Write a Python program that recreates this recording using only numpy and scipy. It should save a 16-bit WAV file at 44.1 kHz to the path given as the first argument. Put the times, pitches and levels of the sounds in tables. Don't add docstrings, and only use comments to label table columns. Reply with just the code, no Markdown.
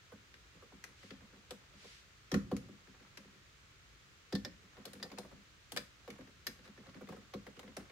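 import sys
import numpy as np
from scipy import signal
from scipy.fft import rfft, irfft, next_fast_len
from scipy.io import wavfile
from scipy.ndimage import uniform_filter1d

SR = 44100
rng = np.random.default_rng(int(sys.argv[2]) if len(sys.argv) > 2 else 0)


def wrap_up_sound(samples):
    columns = np.atleast_2d(samples).T
    tamed = np.clip(columns, -1, 1)
    steps = np.round(tamed * 32767).astype(np.int16)
    wavfile.write(sys.argv[1], SR, steps)


N = 348831

# frequency in Hz, relative level in dB.
HISS_COLOUR = [(27, -17), (52, 6.5), (130, 1), (250, -10.5), (400, -8.5), (650, -16), (880, -17.5),
               (1250, -10), (2200, -11), (4200, -15), (5700, -19), (6600, -18.5), (9500, -32), (14800, -34)]
# frequency in Hz, likeness (0 unrelated, 1 or more identical).
EAR_LIKENESS = [(60, 1.26), (130, 0.5), (290, 1), (640, -0.05), (1400, 0), (15000, 0)]
# frequency in Hz, left minus right in dB.
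EAR_BALANCE = [(60, 3), (110, -3), (200, 4), (380, -2), (700, 0.5), (1290, -0.5), (2380, 1), (4400, -0.5),
               (8120, -6.5), (15000, 2.5)]
# start in seconds, end in seconds, peak effort in dB.
TURNS = [(0.3, 2.1, -71), (2.5, 3.5, -72), (4.55, 5.47, -64.5), (5.97, 6.35, -67), (6.4, 7.38, -65),
         (7.35, 8.2, -65.5)]
# start in seconds, end in seconds, peak rub level in dB.
RUBS = [(0.948, 1.153, -63.5), (1.734, 2.052, -59), (6.63, 6.68, -63.5), (7.056, 7.203, -67)]
# frequency in Hz, relative level in dB, time to fall 60 dB in seconds.
COVER_MODES = [(110, -20, 1), (132.4, -13.5, 0.95), (172.7, -12, 0.53), (200.5, 5.5, 0.18),
               (266.3, 1.5, 0.19), (303.7, -2.5, 0.13), (378.4, 6, 0.077), (491.4, 2.5, 0.076),
               (732, -1.5, 0.088), (1080, -7.5, 0.074)]
# frequency in Hz, gain in dB.
COVER_COLOUR = [(25, -63), (60, -53), (120, -3), (200, 14), (330, -5.5), (500, 6.5), (800, -5.5),
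                (1200, -1.5), (2000, -12), (4000, -27.5)]
# start in seconds, knock level in dB and hollow boom
# in dB relative to it (both before the shared trims), pitch of the struck spot in Hz.
BUMPS = [(0.12, -42.5, -10, 382), (0.623, -46.5, -21, 453), (0.721, -49, -5.5, 374),
         (1.208, -54.5, -5, 595), (1.323, -60, 0, 482), (1.842, -45.5, -17.5, 524), (2.686, -51, 0, 459),
         (4.776, -47.5, -10.5, 440), (5.05, -42.5, -24, 490), (5.248, -44, -17, 730), (5.314, -49, -7, 377),
         (6.185, -42, -8, 500), (6.654, -51, -21, 371), (6.83, -56, -24, 536), (7.01, -40, -8, 500),
         (7.123, -40, -29, 382), (7.165, -46, -6, 380)]
# start in seconds, click level in dB before a shared trim,
# its treble in dB and its body in dB (-11 leaves either as it is), knock level in dB and hollow boom
# in dB relative to it (both before shared trims), pitch of the struck spot in Hz.
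CONTACTS = [(0.340, -47, -26, -11, -67, -8, 503), (0.839, -37, -12, -6.5, -53.5, -24, 800),
            (1.105, -42, -31, -13.5, -50, 0.5, 440), (1.507, -37.5, -15, -15, -40.5, -13, 496),
            (2.316, -31.5, -19, -13, -38.5, 7.5, 1000), (2.341, -27, -19, -9, -32.5, 5.5, 496),
            (2.515, -46.5, -26, -24, -32.5, 2, 470), (2.565, -40, -15, -16, -51, -4, 490),
            (3.172, -41, -20, -14, -56.5, -1.5, 520), (4.324, -41, -23, -21, -38.5, 7, 486),
            (4.35, -36.5, -21, -28, -41.5, -0.5, 495), (4.45, -39.5, -31, -17, -43, -5.5, 510),
            (4.853, -37.5, -14, -19.5, -47, -9.5, 500), (4.932, -43.5, -8, -14, -53, -4.5, 490),
            (5.028, -40.5, -17.5, -26, -45, -9, 510), (5.116, -46, -23, -13, -47.5, -5.5, 480),
            (5.184, -37, -15, -18, -38.5, -35, 766), (5.719, -36.5, -9, -14, -45.5, -8.5, 850),
            (5.763, -33, -13, -8, -38, -25, 517), (5.772, -28, -15.5, -11.5, -42, -7, 500),
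            (6.077, -49.5, -24, -11, -41.5, -9.5, 500), (6.102, -41.5, -15.5, -11.5, -52.5, -1.5, 543),
            (6.469, -30.5, -17.5, -13, -50, -2, 600), (6.895, -55.5, -34, -23, -69, -7, 490),
            (7.088, -53.5, -23, -29, -43, -5, 463), (7.337, -42.5, -27, -19, -38.5, -4, 474),
            (7.466, -44.5, -17.5, -6, -48.5, -5.5, 524), (7.592, -43.5, -15, -15, -47.5, -25, 503),
            (7.767, -36, -13.5, -10, -39.5, -7.5, 846)]
# frequency in Hz, gain in dB.
CLICK_COLOUR = [(400, -45), (900, -8), (1300, 1.5), (1800, 6), (2800, 1.5), (3600, -1), (5000, 0),
                (6500, -2), (8000, -4), (12000, -6.5), (15500, -15.5)]
# start in seconds, ring level in dB, rough main pitch in Hz,
# level of the high ping in dB relative to the main ring.
CLINKS = [(4.328, -44.5, 5160, -30), (4.354, -39, 4530, -28), (4.449, -39.5, 5120, -25),
          (5.028, -38.5, 4810, -29), (5.773, -35, 4640, -29), (6.468, -36, 5080, -9.5)]
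# rough frequency in Hz, level in dB relative to the main ring,
# time to fall 60 dB in seconds.
SHAFT_MODES = [(1783, -15.5, 0.095), (1913, -8.5, 0.011), (3520, -15.5, 0.033), (4010, -13.5, 0.036),
               (4840, -9, 0.023)]
# rough frequency in Hz, time to fall 60 dB in seconds.
PING_MODES = [(11620, .011), (11790, .011)]
# frequency in Hz, time to fall 60 dB in seconds.
GARAGE_DECAY = [(100, 1), (170, 0.48), (250, 0.43), (800, 0.36), (3000, 0.22), (8000, 0.28), (15000, 0.26)]

HISS_DB = -62.38
IDLE_DB = -84
EDGE_HZ = 15900
AGE = np.arange(12288) / SR
BINS = np.fft.rfftfreq(len(AGE), 1 / SR)


def amp(db):
    return 10 ** (np.asarray(db) / 20)


def read(points, hz):
    f, value = np.transpose(points)
    return np.interp(np.log(hz + 1), np.log(f + 1), value)


def add(mix, s, sound):
    part = mix[:, max(round(s * SR), 0):][:, :sound.shape[1]]
    part += sound[:, :part.shape[1]]


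def fade(t60):
    return amp(-60 * AGE / t60)


def close():
    return np.minimum(1, 10 * (AGE[-1] - AGE))


def peaked(x, size=176):
    power = uniform_filter1d((x ** 2).mean(0), size, mode="constant")
    return x / np.sqrt(power.max() + 1e-20)


def coloured(x, db):
    both_sides = np.r_[db, db[-2:0:-1]]
    phase = -signal.hilbert(np.log(amp(both_sides))).imag[:len(db)]
    return irfft(rfft(x) * amp(db) * np.exp(1j * phase), len(AGE))


def pair(likeness, size):
    a, b = rfft(rng.standard_normal((2, size)))
    c = np.clip(likeness, -1, 1)
    return np.array([a, c * a + np.sqrt(1 - c ** 2) * b])


def spot(width_hz, size=500):
    return np.interp(BINS / width_hz, np.arange(size), rng.standard_normal(size))


def swells(rows):
    t = np.arange(N) / SR
    return sum(amp(db) * np.sin(np.pi * np.clip((t - a) / (b - a), 0, 1)) for a, b, db in rows)


def background():
    size = 2 * next_fast_len(N // 2 + 1)
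    hz = np.fft.rfftfreq(size, 1 / SR)
    likeness = read(EAR_LIKENESS, hz)
    z = pair(likeness, size) * amp(read(HISS_COLOUR, hz)) / np.sqrt(1 + likeness)
    balance = amp(np.outer([.5, -.5], read(EAR_BALANCE, hz)))
    x = irfft(z * balance)[:, :N]
    return amp(HISS_DB) * x / x.std()


def friction(level, per_s, low_hz, high_hz, spread_db=4.0, ring_t60=0.046, count=6):
    happens = rng.random(N) < per_s / SR
    sign = rng.choice([-1, 1], N)
    size = amp(spread_db * np.minimum(rng.exponential(1, N), 4))
    slips = happens * sign * size
    where = rng.integers(0, count, N)
    band = signal.butter(2, [low_hz, high_hz], "band", fs=SR, output="sos")
    x = 0
    for k in range(count):
        noise = irfft(pair(1 / (1 + BINS / 1200), len(AGE)))
        body = signal.sosfilt(band, noise * fade(ring_t60))[:, :SR // 10]
        x = x + signal.oaconvolve((slips * (where == k))[None], body, axes=1)[:, :N]
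    return level * x / x.std()


def handling(grind_db=-3):
    effort = swells(TURNS) + amp(IDLE_DB)
    grind = friction(amp(grind_db) * effort, per_s=160, low_hz=245, high_hz=1650)
    band = signal.butter(2, [1500, 5500], "band", fs=SR, output="sos")
    skin = signal.sosfilt(band, rng.standard_normal((2, N)))
    return grind + swells(RUBS) * skin / skin.std()


def panel(side=0.23):
    ring = 0
    for hz, level, t60 in COVER_MODES:
        phase = side * rng.standard_normal((2, 1))
        ring = ring + amp(level) * fade(t60) * np.sin(2 * np.pi * hz * AGE + phase)
    return peaked(ring)


def knock(ring, db, boom_db, spot_hz):
    firm = np.clip(amp(db + 42), .45, 1)
    noise = pair(1 / (1 + BINS / 1300), len(AGE))
    slow = 1 / (1 + (BINS / 700) ** 4)
    dying = irfft(noise * slow) * fade(0.12) + irfft(noise * (1 - slow)) * fade(0.096)
    local_db = 7 / (1 + ((BINS / spot_hz - 1) / .22) ** 2)
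    crowd = coloured(dying, read(COVER_COLOUR, BINS) + local_db + 3.6 * spot(116.0))
    radiate = BINS ** 2 / (BINS ** 2 + 150 ** 2)
    z = rfft(firm * ring + 0.41 * peaked(crowd)) * radiate
    delay = 0.023 / (1 + (BINS / 345) ** 4)
    z = z * np.exp(-2j * np.pi * np.cumsum(delay) * BINS[1])
    low = 1 / (1 + (BINS / 345) ** 8)
    boom_gain_db = 6
    body = peaked(irfft(z * (1 - low))) + amp(boom_db + boom_gain_db) * peaked(irfft(z * low))
    return amp(db) * body * close()


def click(db, top_db, body_db, pan_db):
    x = rng.standard_normal((2, len(AGE))) * (fade(.052) + 0.48 * fade(.016))
    x[:, 4] += 2.4
    bounce_s = .005 * (.5 + rng.random())
    x = x + 0.11 * np.roll(x, round(bounce_s * SR), 1)
    treble = np.clip(np.log2((BINS + 1) / 4200), 0, 1) * (top_db + 11)
    body = np.clip(np.log2(3600 / (BINS + 1)), 0, 1) * (body_db + 11)
    x = coloured(x, read(CLICK_COLOUR, BINS) + treble + body + 3.0 * spot(225.5))
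    x = 0.027 * x + np.roll(x, round(0.001017 * SR), 1)
    return amp(db) * peaked(x) * amp([[pan_db / 2], [-pan_db / 2]])


def shudder(db, low_hz=55, high_hz=125, swell_s=0.023, t60=0.47):
    band = signal.butter(2, [low_hz, high_hz], "band", fs=SR, output="sos")
    rumble = signal.sosfilt(band, irfft(pair(1.0, len(AGE))))
    x = rumble * (1 - np.exp(-(AGE / swell_s) ** 2)) * fade(t60)
    return amp(db) * peaked(x, size=880) * close()


def fidget(ring, bump_db=4, tick_db=7, spread_db=2, count=44):
    out, t = np.zeros((2, N)), np.arange(N) / SR
    effort = swells(TURNS) + amp(IDLE_DB)
    work = np.cumsum(effort)
    share = (np.arange(count) + rng.random(count)) / count
    times = np.interp(share, work / work[-1], t)
    for s, (a, b, c) in zip(times, rng.standard_normal((count, 3))):
        db = 20 * np.log10(np.interp(s, t, effort)) + spread_db * a
        add(out, s, knock(ring, db + bump_db, boom_db=1, spot_hz=480 * np.exp(0.063 * b)))
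        add(out, s, click(db + tick_db, top_db=-28, body_db=-7, pan_db=2 * c))
    return out


def clink(db, ring_hz, ping_db):
    modes = list(SHAFT_MODES) + [(ring_hz, 0, .008)]
    modes += [(hz, ping_db, t60) for hz, t60 in PING_MODES]
    ring = 0
    for hz, level, t60 in modes:
        pitch = hz * rng.normal(1, 0.011)
        ring = ring + amp(level) * fade(t60) * np.sin(2 * np.pi * pitch * AGE)
    paths = 0.084 * rng.standard_normal((2, len(AGE))) * fade(0.062)
    paths[:, 0] += 1
    return amp(db) * peaked(signal.fftconvolve(ring[None], paths, axes=1)[:, :len(AGE)])


def garage(x, build_s=0.012):
    likeness = read(EAR_LIKENESS, np.fft.rfftfreq(SR, 1 / SR))
    hz, t, z = signal.stft(irfft(pair(likeness, SR)), SR, nperseg=256)
    decay = amp(-60 * t / read(GARAGE_DECAY, hz)[:, None])
    build = 1 - np.exp(-t / build_s)
    tail = signal.istft(z * decay * build, SR, nperseg=256)[1]
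    return signal.fftconvolve(x, tail / np.linalg.norm(tail[0]), axes=1)[:, :N]


def scene():
    click_db, knock_db, shudder_db = -6.5, -5, -19
    bump_db, bump_boom_db = -10.0, 4
    plastic, steel, low = np.zeros((3, 2, N))
    ring = panel()
    for s, tip_db, top_db, body_db, flex_db, boom_db, spot_hz in CONTACTS:
        add(plastic, s, click(tip_db + click_db, top_db, body_db, pan_db=2))
        add(low, s, knock(ring, flex_db + knock_db, boom_db, spot_hz))
        add(low, s, shudder(flex_db + boom_db + shudder_db))
    for s, db, ring_hz, ping_db in CLINKS:
        add(steel, s, clink(db, ring_hz, ping_db))
    for s, db, boom_db, spot_hz in BUMPS:
        add(low, s, knock(ring, db + bump_db, boom_db + bump_boom_db, spot_hz))
    low = low + fidget(ring) + handling()
    wet = garage(amp(-10) * plastic + amp(-16) * steel + amp(-17) * low)
    return plastic + steel + low + wet + background()


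def record(dry):
    low_pass = signal.firwin(255, EDGE_HZ, window=("kaiser", 9), fs=SR)
    return signal.oaconvolve(dry, low_pass[None], "same")


dry = scene()
out = record(dry)
wrap_up_sound(out)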